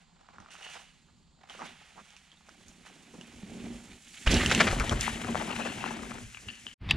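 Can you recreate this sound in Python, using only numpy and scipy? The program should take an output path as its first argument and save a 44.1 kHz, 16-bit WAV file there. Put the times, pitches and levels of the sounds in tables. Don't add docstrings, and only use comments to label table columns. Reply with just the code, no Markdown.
import sys
import numpy as np
from scipy import signal
from scipy.fft import rfft, irfft
from scipy.io import wavfile
from scipy.ndimage import uniform_filter1d, map_coordinates

SR = 44100
rng = np.random.default_rng(int(sys.argv[2]) if len(sys.argv) > 2 else 0)


def log_audio(samples):
    frames = np.atleast_2d(samples).T
    limited = np.clip(frames, -1, 1)
    pcm = np.round(limited * 32767).astype(np.int16)
    wavfile.write(sys.argv[1], SR, pcm)


N = 307200
TIME = np.arange(N) / SR
SPEED_M_S, PASSES_S, NEAREST_M = 4.16, 4.496, 1.29
SMEAR_M = 4.0


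def undb(db):
    return 10 ** (np.asarray(db) / 20)


def unit(x):
    return x / np.sqrt(np.mean(x ** 2))


def columns(table):
    s, *rest = np.transpose(table)
    return np.array([np.interp(TIME, s, c) for c in rest])


def band(x, hz, width_hz):
    return signal.lfilter(*signal.iirpeak(hz, hz / width_hz, SR), x)


def band_twice(x, hz, width_hz):
    return band(band(x, hz, width_hz), hz, width_hz)


def body(x, modes):
    total = 0
    for k, (hz, width_hz, db) in enumerate(modes):
        total = total + (-1) ** k * undb(db) * unit(band_twice(x, hz, width_hz))
    return unit(total)


def walk(rate_hz):
    hold = int(SR / rate_hz)
    levels = rng.standard_normal(N // hold + 1)
    return uniform_filter1d(np.repeat(levels, hold), hold)[:N]


def grains(rate_hz, spread_db, tail_s, size=N):
    hits = rng.random(size) < rate_hz / SR
    force = hits * undb(spread_db * np.minimum(rng.exponential(size=size), 4))
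    flare = signal.lfilter([1], [1, -np.exp(-1 / (tail_s * SR))], force)
    return (flare + 1e-4) * rng.standard_normal((2, size))


def hump(s, rise_s, fall_s):
    return undb(-20 * np.where(TIME < s, (s - TIME) / rise_s, (TIME - s) / fall_s))


def ring(s, db, hz, t60_s):
    t = np.maximum(TIME - s, 0)
    return undb(db) * np.sin(2 * np.pi * hz * t) * np.exp(-np.log(1000) * t / t60_s)


def add(out, s, db, hz, treble_db, force, narrow, wide_db, low_db):
    pitch = (hz, narrow * hz, 0)
    edge = (6300, 5000, treble_db)
    broad = (0.5 * hz + 700, 0.63 * hz + 900, wide_db)
    knock = (480, 500, low_db)
    x = body(force, [pitch, edge, broad, knock])
    i = int(s * SR)
    out[:, i:i + x.shape[1]] += undb(db) * x / np.abs(x[0]).max()


def distance():
    along_m = SPEED_M_S * (TIME - PASSES_S)
    return along_m, np.hypot(along_m, NEAREST_M)


def far_share():
    return 1 / (1 + (SMEAR_M / distance()[1]) ** 4)


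def smear(cracks):
    far = far_share()
    return np.sqrt(1 - far) * unit(cracks) + np.sqrt(far) * rng.standard_normal(cracks.shape)


def rolling():
    # start in seconds, then grit, soil, leaves, tyre ring and ground thud at 1 m, all in dB.
    stretches = [(0, -67, -102, -88, -49.5, -52.5), (1.8, -57, -59, -56, -57, -82.5),
                 (2.45, -47, -51, -49, -44, -58), (3.13, -44, -47.5, -47.5, -42.5, -51),
                 (3.42, -43, -52, -46.5, -39, -40), (3.78, -49.5, -50.5, -50, -45.5, -48),
                 (3.927, -77, -75, -55, -58, -61), (4.261, -30, -33.5, -38, -31, -28),
                 (4.64, -37.5, -38.5, -40, -33, -30), (5.33, -32.5, -31, -35, -27, -38),
                 (5.96, -36.5, -34.5, -35, -28, -33), (6.2, -38.5, -56, -38.5, -47, -48)]
    ease_s = 0.026
    s, *db = np.transpose(stretches)
    row = np.maximum(np.searchsorted(s, TIME, side="right") - 1, 0)
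    steps = undb(db)[:, row]
    keep = np.exp(-1 / (ease_s * SR))
    return signal.lfilter([1 - keep], [1, -keep], steps) / distance()[1]


def crunch():
    # centre in Hz, width in Hz, level in dB.
    grit_modes = [(2220, 2200, 2), (3400, 2550, 0)]
    soil_modes = [(530, 980, -2.5), (776, 188, -0.5), (1514, 2340, 2)]
    leaf_modes = [(4100, 4450, -1), (7370, 2340, 1.5), (9750, 1830, -5), (13600, 4700, -13)]
    # peak in seconds, rise and fall in seconds per 20 dB,
    # grit level in dB, soil re grit in dB.
    swells = [(0.02, 0.18, 0.071, -67, -12), (0.78, 0.74, 0.099, -59, 5.5), (0.509, 0.0066, 0.68, -59, -30),
              (0.629, 0.0048, 0.33, -59, -9), (0.74, 0.095, 0.1, -54, -20), (1.498, 0.019, 1, -53, -6.5),
              (1.44, 0.076, 0.21, -75.5, 15), (1.655, 0.027, 0.08, -50, -5), (2.15, 0.36, 0.18, -67.5, -14),
              (2.86, 0.011, 0.098, -56, -5), (4.218, 0.28, 1, -49, -18.5), (5.012, 0.015, 0.13, -35, -32)]
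    leaves_re_grit_db, leaf_trade = -11, 0.24
    swell_gain = 0
    for s, rise_s, fall_s, db, soil_db in swells:
        leaves_db = leaves_re_grit_db - leaf_trade * soil_db
        swell_gain = swell_gain + hump(s, rise_s, fall_s) * undb([[db], [db + soil_db], [db + leaves_db]])
    gain = rolling()[:3] + swell_gain
    patch = walk(22) * (1 - far_share())
    pebbles = grains(1100, spread_db=2.5, tail_s=.004)
    clods = grains(420, spread_db=3.4, tail_s=.003)
    flakes = grains(4000, spread_db=1.2, tail_s=.004)
    grit = body(smear(pebbles), grit_modes) * undb(2.4 * patch + 0.8 * walk(25))
    soil = body(clods, soil_modes) * undb(0.73 * patch + 0.53 * walk(12))
    leaves = body(flakes, leaf_modes) * undb(0.51 * patch + 1.4 * walk(53))
    return gain[0] * grit + gain[1] * soil + gain[2] * leaves


def wheels():
    # centre in Hz, width in Hz, level in dB.
    tyre_modes = [(179.3, 99, -0.5), (275, 222, -2.5), (397, 65, -6), (498, 450, -9)]
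    ground_modes = [(28, 18, -9), (49.4, 11, -7), (94, 109, 0), (137, 70, -7)]
    # time in seconds, tyre ring in dB, ground thud in dB.
    bumps = [(0.39, -60, -59.5), (1.15, -88, -65), (1.629, -45.5, -74), (1.99, -60.5, -79.5),
             (2.7, -91, -57), (3.168, -54, -66), (3.39, -75, -51.5), (3.44, -63, -68), (3.519, -54, -68),
             (3.59, -43, -79), (3.66, -42, -68), (3.72, -49, -63), (4.34, -29, -31), (4.59, -35, -49),
             (4.82, -42.5, -37.5), (4.931, -41, -39.5), (5.31, -40, -44), (5.898, -46, -75),
             (6.27, -88, -43), (6.48, -54, -52), (6.658, -66, -62)]
    # time in seconds, level in dB, pitch in Hz, t60 in seconds.
    thumps = [(4.271, -10, 53, 0.14), (4.298, -18, 60.5, 0.27), (3.433, -34, 190, 0.14),
              (4.729, -22.5, 43, 0.31), (4.799, -22, 51.3, 0.16), (4.922, -28, 44, 0.25)]
    rise_s, fall_s = 0.065, 0.072
    air_hz, air_width_hz, air_db = 233.5, 22.7, -3
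    load = rolling()[3:] + sum(hump(s, rise_s, fall_s) * undb([[ring_db], [thud_db]])
                               for s, ring_db, thud_db in bumps)
    tyre = body(grains(350, spread_db=1.5, tail_s=0.0052), tyre_modes) * load[0]
    push = rng.standard_normal((2, N))
    air = band_twice(push * load[0], air_hz, air_width_hz)
    tyre += undb(air_db) * air / band_twice(push, air_hz, air_width_hz).std()
    ground = body(grains(120, spread_db=-2.0, tail_s=0.02), ground_modes) * load[1]
    direct_only = np.array([[1], [0]])
    return tyre + ground + direct_only * sum(ring(*row) for row in thumps)


def snaps(tail_s=0.023, tail_db=-4.0):
    # start in seconds, direct peak in dB, pitch in Hz, length in seconds.
    snap_rows = [(0.332, -51, 1290, 0.036), (1.082, -55.5, 1230, 0.023), (1.588, -31.5, 1100, 0.062),
                 (1.955, -47.5, 860, 0.039), (1.973, -42.5, 1190, 0.038), (3.135, -40.5, 330, 0.021),
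                 (4.261, -13.5, 1980, 0.031), (4.302, -26.5, 457, 0.052), (4.306, -14.5, 4700, 0.024),
                 (4.341, -12, 5300, 0.0034), (4.495, -15.5, 2400, 0.019), (4.516, -9.5, 2400, 0.01),
                 (4.578, -25, 490, 0.022), (4.599, -4, 1760, 0.019), (4.668, -11, 1790, 0.024),
                 (4.705, -17, 2160, 0.014), (4.725, -22, 604, 0.0099), (4.757, -29.5, 900, 0.014),
                 (4.8, -18.5, 1330, 0.03), (4.837, -24.5, 660, 0.012), (4.909, -19.5, 482, 0.026),
                 (5.204, -26, 2190, 0.024), (5.278, -30, 860, 0.017), (5.397, -25.5, 670, 0.031),
                 (5.499, -30, 870, 0.015), (5.594, -28, 607, 0.024), (5.649, -26.5, 600, 0.02),
                 (5.873, -28, 2100, 0.017), (5.905, -28.5, 825, 0.014)]
    out, t = np.zeros((2, N + 8192)), np.arange(8192) / SR
    for s, db, hz, length_s in snap_rows:
        onset = t / (t + 0.075 * length_s)
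        shape = onset * (np.exp(-(t / length_s) ** 4) + undb(tail_db) * np.exp(-t / tail_s))
        force = shape * grains(4500, spread_db=2.5, tail_s=0.00031, size=8192)
        add(out, s, db, hz, -18.5, force, narrow=0.92, wide_db=-7.5, low_db=-6.0)
    return out[:, :N]


def ticks(click_s=0.00015, tail_db=-24):
    # start in seconds, direct peak in dB, pitch in Hz, treble in dB.
    tick_rows = [(0.246, -50, 1270, -39), (0.288, -40, 1120, -30), (0.384, -39, 1300, -28),
                 (0.402, -37, 1200, -9), (0.461, -42, 1230, -30), (0.487, -44, 1290, -30),
                 (0.506, -42, 2770, -11), (0.553, -35, 1400, -7), (0.601, -49, 1500, -30),
                 (0.624, -43, 2860, -6), (1.41, -54, 830, -28), (1.439, -46.5, 850, -31),
                 (1.55, -36, 585, -30), (1.498, -32.5, 3080, -17), (1.619, -27, 990, -44),
                 (2.105, -43.5, 3130, -4), (2.166, -36, 2540, -4), (2.317, -43, 3220, -12),
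                 (2.372, -50, 3700, -20), (2.487, -42, 695, -16), (2.492, -38.5, 1430, -3),
                 (2.683, -36, 7200, 6), (2.852, -45, 800, -30), (3.212, -32.5, 2860, -9),
                 (4.2769, -10.5, 2870, -31), (4.4613, -7.5, 2850, -11), (4.514, -7.5, 1530, -3),
                 (4.549, -7, 2800, -2), (4.799, -14, 2300, -2), (4.895, -14, 3160, -3),
                 (5.01, -11.5, 3170, 15), (5.0795, -18, 970, -20), (5.132, -33, 3320, -21),
                 (5.2465, -28.5, 1500, -5), (5.3469, -22, 650, -29), (5.355, -16, 730, -38),
                 (5.841, -21.5, 1020, -32), (5.992, -34, 1310, -30), (6.034, -31.5, 1160, -18),
                 (6.1176, -31, 1310, -16), (6.347, -31, 2700, -30), (6.372, -33.5, 2400, -26),
                 (6.4862, -27.5, 2830, -18), (6.667, -26, 3000, -37)]
    t60_s, t60_s_per_m = 0.035, 0.012
    metres = distance()[1]
    out, t = np.zeros((2, N + 8192)), np.arange(8192) / SR
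    for s, db, hz, treble_db in tick_rows:
        decay_s = t60_s + t60_s_per_m * metres[int(s * SR)]
        fade = undb(tail_db) * np.exp(-np.log(1000) * t / decay_s)
        rattle = fade * rng.standard_normal((2, len(t)))
        signs = np.array([np.ones(len(t)), np.sign(rattle[1])])
        click = np.exp(-t / click_s) * signs
        add(out, s, db, hz, treble_db, click + rattle, narrow=480 / hz, wide_db=6.5 - 0.0051 * hz, low_db=-49.0)
    return out[:, :N]


def buzzes():
    # start in seconds, length in seconds, level before the fade in dB, pitch in Hz.
    buzz_rows = [(0.496, 0.13, -54.5, 2750), (0.619, 0.14, -47.5, 2850), (1.496, 0.092, -56, 2860),
                 (4.357, 0.02, -26, 2880), (4.394, 0.12, -29.5, 1910), (5.029, 0.049, -35, 1990),
                 (5.507, 0.018, -33.5, 2780), (5.56, 0.011, -31.5, 2610), (5.591, 0.04, -36, 2630),
                 (5.65, 0.085, -39.5, 2750), (5.802, 0.085, -41.5, 2670), (6.481, 0.049, -40.5, 2830),
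                 (6.669, 0.075, -49, 2980)]
    # share of the pitch (ratio), level in dB.
    partners = [(0.64, -12), (1.54, -12)]
    rate_hz, width_hz = 500, 490
    out, t = np.zeros((2, N + 16384)), np.arange(16384) / SR
    for s, length_s, db, hz in buzz_rows:
        modes = [(hz, width_hz, 0)] + [(share * hz, width_hz, rel_db) for share, rel_db in partners]
        knock = np.exp(-t / 0.0021) * rng.standard_normal((2, len(t)))
        rattles = grains(rate_hz, spread_db=-1.5, tail_s=0.0033, size=16384)
        x = body(rattles + 2.6 * knock, modes)
        i = int(s * SR)
        out[:, i:i + len(t)] += undb(db) * x * np.exp(-(t / length_s) ** 1.1) * np.minimum(t / 0.0032, 1)
    return out[:, :N]


def handlebar(rise_s=0.00071, fall_s=0.0022, tail_s=0.011, tail_db=-10.5):
    # time in seconds, wind rumble in dB, rattle in dB.
    bar = [(6.78, -92, -101), (6.816, -41, -55.5), (6.966, -24, -39.5)]
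    # time in seconds, level in dB.
    clack_rows = [(6.89, -22), (6.898, -18.5), (6.9015, -26), (6.9073, -27), (6.91, -5.5)]
    # centre in Hz, width in Hz, level in dB.
    clack_modes = [(2676, 1000, 2), (2900, 210, -2), (3530, 970, 2.5), (1820, 540, -5.5),
                   (4470, 510, -11.5), (905, 850, -9)]
    wind_modes = [(67, 80, 5), (206, 340, -12.5)]
    housing_modes = [(1180, 3750, 15.5), (3040, 3200, 13), (4700, 710, 0.5)]
    edge_hz, edge_width_hz, edge_peak_db = 7600, 1200, -19.5
    wind_db, rattle_db = columns(bar)
    wind = body(rng.standard_normal(N), wind_modes) * undb(wind_db)
    rattle = body(grains(1200, spread_db=3.0, tail_s=0.011)[0], housing_modes) * undb(rattle_db)

    def blow(s, decay_s):
        return np.exp(-np.where(TIME < s, (s - TIME) / rise_s, (TIME - s) / decay_s))

    blows = sum(undb(db) * (blow(s, fall_s) + undb(tail_db) * blow(s, tail_s)) for s, db in clack_rows)
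    tone = 2.8 * blows ** 2 * np.sin(2 * np.pi * clack_modes[0][0] * TIME)
    clack = body(blows * rng.standard_normal(N) + tone, clack_modes)
    edge = band(blows ** 3 * rng.standard_normal(N), edge_hz, edge_width_hz)
    return ((wind + rattle) * (TIME > bar[0][0]) + clack * blows.max() / np.abs(clack).max()
            + edge * undb(edge_peak_db) / np.abs(edge).max())


def hum():
    # centre in Hz, width in Hz, level in dB.
    hum_modes = [(170, 58, -5.5), (69.5, 27, -11.5), (30, 25, -12.5)]
    wood_modes = [(910, 860, -7), (3350, 1400, -5.5), (4420, 1100, -4), (7300, 980, -4.5)]
    hum_db, woods_db = -65.5, -71
    low, high = rng.standard_normal((2, 2, N))
    return undb(hum_db) * body(low, hum_modes) + undb(woods_db) * body(high, wood_modes)


def ports(sound):
    # frequency in Hz, level in dB.
    apart = [(60, -14), (350, -17.5), (750, -3), (1500, -6), (2800, -39), (4300, -12.5), (6000, -0.5),
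             (8500, 1), (15000, -2.5)]
    lag_per_db = .17
    ahead_db, swing_db = 6.5, 12
    turned_m = 0.5
    scatter_db, scatter_slope = -8, 0.7
    detour = 12
    port_db, dip_hz, dip_width_hz, dip_db = -0.9, 4600, 1500, -3.2
    direct, scattered = sound
    along_m, metres = distance()
    pan_db = ahead_db + swing_db * np.tanh(1.01 * (along_m - turned_m) / NEAREST_M)
    far_db = scatter_db + scatter_slope * 20 * np.log10(metres)
    sign = np.array([[1], [-1]])
    lean_db = sign * pan_db / 2

    low = signal.sosfiltfilt(signal.butter(2, 4200., fs=SR, output="sos"), direct)
    lagged = np.array([map_coordinates(low, [np.arange(N) + lag_per_db * db], order=3) for db in lean_db])
    near = direct - low + lagged
    shaded = signal.sosfiltfilt(signal.butter(1, [600., 2400.], "bandpass", fs=SR, output="sos"), near)

    hz = np.fft.rfftfreq(N, 1 / SR)
    apart_hz, apart_db = np.transpose(apart)
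    side_gain = undb(np.interp(np.log(hz + 1), np.log(apart_hz), apart_db))
    side = irfft(rfft(scattered) * side_gain, N)
    low_side = signal.sosfilt(signal.butter(2, 6000., fs=SR, output="sos"), side) * undb(far_db)
    high_side = signal.sosfilt(signal.butter(2, 5500., "highpass", fs=SR, output="sos"), side)
    low_pair = np.array([low_side, -np.roll(low_side, detour)])

    both = near + shaded * (undb(lean_db) - 1) + sign * high_side + low_pair
    both = both + band(both, dip_hz, dip_width_hz) * (undb(sign * dip_db / 2) - 1)
    return both * undb(sign * port_db / 2)


def scene():
    cut_s = 6.743
    trail = ports(crunch() + ticks() + snaps() + buzzes() + wheels() + hum())
    return trail * np.clip((cut_s - TIME) / .008, 0, 1) + handlebar()


def record(dry):
    mic_hz, top_hz = 11600, 15500
    dull = signal.sosfilt(signal.butter(2, mic_hz, fs=SR, output="sos"), dry)
    rounded = np.tanh(1.16 * dull) / 1.476
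    return signal.sosfilt(signal.ellip(8, .2, 70, top_hz, fs=SR, output="sos"), rounded)


dry = scene()
out = record(dry)
log_audio(out)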